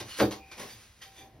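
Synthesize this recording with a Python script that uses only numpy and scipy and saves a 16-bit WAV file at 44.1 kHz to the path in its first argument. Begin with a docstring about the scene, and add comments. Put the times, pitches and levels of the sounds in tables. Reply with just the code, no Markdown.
"""Hand work in a tiled bathroom

Close to the microphone, something thumps against the wall of a small room and sets it ringing hollowly.
A steel blade catches on grit in short scrapes and sings as it slides, with faint squeaks and a thin ring.
The worker's stiff coverall swishes with each move, and arm and body bump softly.
The tiles throw the work back to a two-port microphone, over quiet room air."""
import sys
import numpy as np
from scipy import signal
from scipy.fft import rfft, irfft
from scipy.io import wavfile

SR = 44100
rng = np.random.default_rng(int(sys.argv[2]) if len(sys.argv) > 2 else 0)


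def int16_out(signal):
    """Quantize to a 16-bit WAV file."""
    q = np.round(np.clip(np.atleast_2d(signal).T, -1, 1) * 32767)
    wavfile.write(sys.argv[1], SR, q.astype(np.int16))


N = 61739

# contacts of the thump (time [s], clack [dB], ring [dB], punch [dB], hardness as a corner [Hz])
THUMP_CONTACTS = [(.188, -36.5, -47, -54, 2970), (0.2, -21.5, -45, -15, 3500),
                  (0.2089, -27.5, -21, -15, 1070), (.2235, -32, -19, -16, 500)]
# spectrum of the low rub under blade and cloth (frequency [Hz], level [dB])
RUB_SPECTRUM = [(40, -12), (130, -6.5), (230, 4.5), (340, 4.5), (600, -1), (1050, -4), (1350, -20.5),
                (1850, -5), (3000, -18), (8000, -22), (16000, -20.5)]


def thump():
    """Each contact punches the wall, right by the microphone, and sets it ringing."""
    out = np.zeros(N)
    for start, _, ring_db, punch_db, corner_hz in THUMP_CONTACTS:
        at = round(start * SR)
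        blow = amp(ring_db) * wall_ring(corner_hz) + amp(punch_db) * punch(corner_hz)
        out[at:] += blow[:N - at]
    return out


def wall_ring(corner_hz, build_cycles=0.98):
    """The wall's modes after one blow; a soft blow reaches only the low ones."""
    # hollow modes of wall and room (frequency [Hz], level [dB], time to fall 60 dB [s])
    modes = [(73.7, -16.5, 0.28), (113.2, -6.5, 0.27), (131, -20, 0.27), (206.2, -9, 0.28),
             (241, -11.5, 0.15), (283.5, -8.5, 0.22), (306.9, 2, 0.33), (331.5, -5, 0.26),
             (409, -8.5, 0.27), (451, 0, .22), (518, 3.5, 0.23), (575.6, -5, 0.15), (682, -18, 0.093),
             (749, -2, 0.12), (852, -2.5, 0.21)]
    t = clock()
    out = np.zeros(N)
    for k, (hz, db, t60) in enumerate(modes):
        drive = (-1) ** k / np.hypot(1, (hz / corner_hz) ** 2)
        build = 1 - np.exp(-t * hz / build_cycles)
        out += drive * build * amp(db - 60 * t / t60) * np.sin(2 * np.pi * hz * t)
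    return out


def punch(corner_hz, width_cycles=0.311):
    """One short pressure pulse straight off the wall, longer for a softer contact."""
    u = clock() * corner_hz / width_cycles - np.pi
    return (u ** 2 - 1) * np.exp(-.5 * u ** 2)


def clacks():
    """Each contact of the thump crunches, brighter the harder it is."""
    # spectrum of the crunch (frequency [Hz], level [dB])
    spectrum = [(60, -36), (200, -5.5), (450, 4), (800, 1.5), (1100, -3), (1550, 3.5), (2300, -10.5),
                (4500, -9.5), (8000, -21), (16000, -17)]
    out = np.zeros(N)
    for start, db, _, _, corner_hz in THUMP_CONTACTS:
        crunch = colour(grains(per_s=8700, spread_db=-1, smooth=1.34), spectrum, corner_hz)
        out += amp(db) * burst(start, rise=.001, hold=0.008, fall=0.0087) * crunch
    return out


def scrapes(rise_s=0.0017):
    """The blade catches and drags over grit."""
    # short drags (time [s], hold [s], fall [s], grit [dB], low rub [dB])
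    drags = [(0.0, 0.004, 0.017, -39, -42), (0.309, 0.015, 0.026, -43, -46.5),
             (.513, 0.014, 0.037, -49.5, -59.5), (1.016, 0.012, 0.019, -48.5, -74.5)]
    # spectrum of steel on grit (frequency [Hz], level [dB])
    spectrum = [(100, -52), (600, 2), (1200, 5.5), (1900, 0), (3200, 4.5), (5500, 3), (8000, -5.5),
                (11000, -9), (13000, -17), (14400, -19.5), (16000, -11)]
    slips = grains(per_s=1400, spread_db=2, smooth=1.0)
    grit, rub = colour(slips, spectrum), colour(slips, RUB_SPECTRUM)
    return sum(burst(start, rise_s, hold, fall) * (amp(grit_db) * grit + amp(rub_db) * rub)
               for start, hold, fall, grit_db, rub_db in drags)


def blade():
    """Sliding keeps the steel blade's modes ringing; its angle decides which ones."""
    # modes of the steel (frequency [Hz], width [Hz], rubbed flat [dB], rubbed on edge [dB])
    modes = [(1850, 60, -8, -22), (2370, 45, -9, -4), (3170, 70, -10, -10), (3480, 50, -10, 1),
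             (3720, 60, -8, -7), (4700, 110, 0, -9), (6180, 90, -10, -2), (7950, 100, -9, -10),
             (9860, 140, -9, -13), (12050, 180, -8, -16), (12600, 100, -26, -10), (14320, 130, -6, -7)]
    # slides (peak time [s], rise [s], fall [s], level [dB], share on edge [0-1])
    strokes = [(0.23, 0.026, 0.024, -36.5, 0.09), (.335, 0.024, 0.11, -64.5, 0),
               (.53, 0.02, 0.041, -65, 0.8), (.735, 0.024, 0.026, -50.5, 0.26),
               (1.027, 0.0089, 0.048, -51, 0.37), (1.213, 0.033, 0.033, -52.5, 0.88)]
    ringing = np.array([resonant_noise(hz, width) for hz, width, _, _ in modes])
    _, _, flat_db, edge_db = np.transpose(modes)
    out = np.zeros(N)
    for peak, rise, fall, db, edge in strokes:
        mode_gains = amp(flat_db + edge * (edge_db - flat_db))
        out += amp(db) * swell(peak, rise, fall) * unit(mode_gains @ ringing)
    return out


def coverall():
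    """Stiff fabric slides on itself with fine crinkles; firm moves add a lower rub."""
    # sleeve moves (peak time [s], rise [s], fall [s], cloth [dB], low rub [dB])
    swishes = [(0.127, 0.05, 0.11, -44.5, -62.5), (0.201, 0.017, 0.024, -36, -55),
               (0.501, 0.032, 0.032, -66, -65.5), (0.607, 0.019, 0.045, -43, -43.5),
               (0.709, 0.034, 0.053, -51.5, -74), (.83, 0.046, 0.12, -56.5, -72),
               (1.07, 0.052, 0.067, -58, -67.5), (1.191, 0.034, 0.021, -58, -69),
               (1.248, 0.049, .03, -95, -58), (1.38, 0.054, 0.027, -102, -65.5)]
    # spectrum of the fabric, heard close (frequency [Hz], level [dB])
    spectrum = [(100, -63), (600, -10), (1400, 1.5), (3000, 2), (4600, 0.5), (6500, 0), (8500, -4),
                (11000, -6.5), (13000, -15), (14800, -17), (16000, 0.5)]
    crinkles = grains(per_s=2500, spread_db=2.5, smooth=0.88)
    cloth, rub = colour(crinkles, spectrum), colour(crinkles, RUB_SPECTRUM)
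    return sum(swell(peak, rise, fall) * (amp(cloth_db) * cloth + amp(rub_db) * rub)
               for peak, rise, fall, cloth_db, rub_db in swishes)


def body_bumps():
    """Soft uneven pressure from the worker's arm and body makes a dull, hollow rumble."""
    # soft pushes (peak time [s], rise [s], fall [s], level [dB], corner [Hz])
    pushes = [(.005, 0.016, 0.048, -43.5, 800), (.05, 0.023, 0.035, -47, 130), (.63, 0.01, 0.016, -48, 400),
              (0.779, 0.024, 0.022, -54.5, 100.7), (1.24, .022, 0.013, -57.5, 905),
              (1.372, 0.029, 0.079, -53.5, 257)]
    # spectrum of the rumble (frequency [Hz], level [dB])
    spectrum = [(30, -17), (70, 0), (115, 8.5), (160, -7.5), (210, -8.5), (320, 0), (450, -5), (750, 1),
                (1200, -14), (4000, -43), (16000, -70)]
    return sum(amp(db) * swell(peak, rise, fall) * colour(rng.standard_normal(N), spectrum, corner_hz)
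               for peak, rise, fall, db, corner_hz in pushes)


def squeaks():
    """Friction briefly sings, each time at one fuzzy pitch."""
    # faint squeaks (peak time [s], rise [s], fall [s], level [dB], pitch [Hz])
    events = [(.125, 0.028, .035, -48.5, 2950), (.125, 0.024, 0.074, -51, 4330),
              (0.321, 0.012, 0.026, -51.5, 6550), (0.331, 0.0026, .007, -48.5, 995),
              (.44, 0.032, 0.1, -56, 2466), (0.534, 0.02, 0.026, -52.5, 2370),
              (1.021, 0.0074, 0.015, -52.5, 1890), (1.026, 0.0076, 0.017, -50.5, 3120)]
    return sum(amp(db) * swell(peak, rise, fall) * resonant_noise(hz, width_hz=115)
               for peak, rise, fall, db, hz in events)


def thin_ring(pitch_hz=777, waver_hz=3.3):
    """One nearly pure, slightly wavering tone comes and goes."""
    # swells of the tone (peak time [s], rise [s], fall [s], level [dB])
    swells = [(.375, 0.011, 0.1, -52.5), (1.076, 0.021, 0.08, -58), (1.236, 0.021, 0.054, -54)]
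    waver = colour(rng.standard_normal(N), [(10, 0), (40, -6), (150, -50), (1000, -100)])
    tone = np.sqrt(2) * np.sin(2 * np.pi * np.cumsum(pitch_hz + waver_hz * waver) / SR)
    return tone * sum(amp(db) * swell(peak, rise, fall) for peak, rise, fall, db in swells)


def tile_reflections(x, spacing_samples=10):
    """Dense reflections off the nearby tiles, each band dying at its own speed."""
    # decay of the bathroom (frequency [Hz], time to fall 60 dB [s])
    t60 = [(100, 0.39), (500, 0.34), (2000, 0.18), (5000, 0.22), (10000, 0.08), (16000, 0.54)]
    slots = np.arange(150, SR // 2, spacing_samples)
    taps = np.zeros(SR)
    taps[slots + rng.integers(0, spacing_samples, len(slots))] = rng.choice([-1., 1.], len(slots))
    hz, t, bands = signal.stft(taps, SR, nperseg=256)
    decay = amp(-60 * t / read(t60, hz)[:, None])
    tail = signal.istft(bands * decay, SR, nperseg=256)[1]
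    return signal.fftconvolve(x, tail / np.linalg.norm(tail))[:N]


def room_air():
    """The quiet, steady room tone, mostly low rumble."""
    # spectrum of the air (frequency [Hz], level [dB])
    spectrum = [(20, -17), (45, -1.5), (75, 3), (120, -2), (200, -11.5), (500, -21.5), (1500, -22),
                (4000, -24.5), (8000, -36), (16000, -48)]
    return amp(-62) * colour(rng.standard_normal(N), spectrum)


def microphone(shared, diffuse):
    """Two ports hear the same sound out of step, and the diffuse part with opposite sign."""
    # phase between the ports (frequency [Hz], lead of the left [rad])
    lead = [(0, 0), (200, -.03), (850, -.3), (1900, .15), (2500, .7), (4400, .9), (5000, -.3), (7100, 3.05),
            (8300, 3.3), (10400, 6.2), (11700, 6.3), (13500, 9.35), (15000, 9.45), (16000, 10)]
    # how alike the ports sound (frequency [Hz], likeness [0-1])
    coherence = [(120, .99), (300, .9), (700, .75), (1500, .7), (3000, .55), (6000, .7), (8000, .9),
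                 (16000, .92)]
    hz = np.fft.rfftfreq(2 * N, 1 / SR)
    likeness = read(coherence, hz)
    turn = np.exp(.5j * np.interp(hz, *np.transpose(lead)))
    mid = rfft(shared, 2 * N) * np.sqrt((1 + likeness) / 2)
    side = rfft(diffuse, 2 * N) * np.sqrt((1 - likeness) / 2)
    return irfft(np.array([(mid + side) * turn, (mid - side) / turn]))[:, :N]


def grains(per_s, spread_db, smooth):
    """Tiny slips of uneven size over a smooth hiss."""
    slipping = rng.random(N) < per_s / SR
    size = np.minimum(rng.exponential(1, N), 4)
    slips = slipping * amp(spread_db * size) * rng.choice([-1, 1], N)
    return unit(slips) + smooth * rng.standard_normal(N)


def resonant_noise(centre_hz, width_hz):
    """Friction noise in one narrow resonance, at rms 1."""
    detuning = (np.fft.rfftfreq(N, 1 / SR) - centre_hz) / width_hz
    return unit(irfft(rfft(rng.standard_normal(N)) / (1 + detuning ** 2), N))


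def colour(x, points, corner_hz=None):
    """Gives a sound a spectrum (frequency [Hz], level [dB]), dulled above an optional corner, at rms 1."""
    hz = np.fft.rfftfreq(N, 1 / SR)
    dull = 1 if corner_hz is None else 1 / np.hypot(1, hz / corner_hz)
    return unit(irfft(rfft(x) * amp(read(points, hz)) * dull, N))


def swell(peak, rise, fall):
    """A rounded rise to a peak, then an exponential fall."""
    t = clock() - peak
    return np.exp(-np.where(t < 0, .5 * (t / rise) ** 2, t / fall))


def burst(start, rise, hold, fall):
    """Quick attack, hold, exponential release."""
    t = clock() - start
    return np.clip(t / rise, 0, 1) * np.exp(-np.maximum(t - hold, 0) / fall)


def read(points, hz):
    """Reads a curve on a log-frequency axis."""
    f, value = np.transpose(points)
    return np.interp(np.log(hz + 1), np.log(f + 1), value)


def amp(db):
    """Decibels to gain."""
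    return 10 ** (np.asarray(db) / 20)


def unit(x):
    """Scales to rms 1."""
    return x / np.sqrt(np.mean(x ** 2) + 1e-20)


def clock():
    """Time of each sample in seconds."""
    return np.arange(N) / SR


def scene():
    """The work close to the microphone, with the tiles and quiet air around it."""
    direct_db, room_db, wall_spread_db = 0.5, -2.5, -23
    work = clacks() + scrapes() + coverall() + squeaks()
    wall = thump() + body_bumps() + thin_ring()
    steel = blade()
    shared_air, diffuse_air = room_air(), room_air()
    shared = amp(direct_db) * work + amp(room_db) * tile_reflections(work) + wall + steel + shared_air
    diffuse = tile_reflections(work + steel + amp(wall_spread_db) * wall) + diffuse_air
    return microphone(shared, diffuse)


def record(dry, cutoff_hz=15850):
    """The recorder's band limit cuts the highest treble."""
    lowpass = signal.firwin(511, cutoff_hz, window=("kaiser", 9), fs=SR)
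    return signal.oaconvolve(dry, lowpass[None], "same")


dry = scene()
out = record(dry)
int16_out(out)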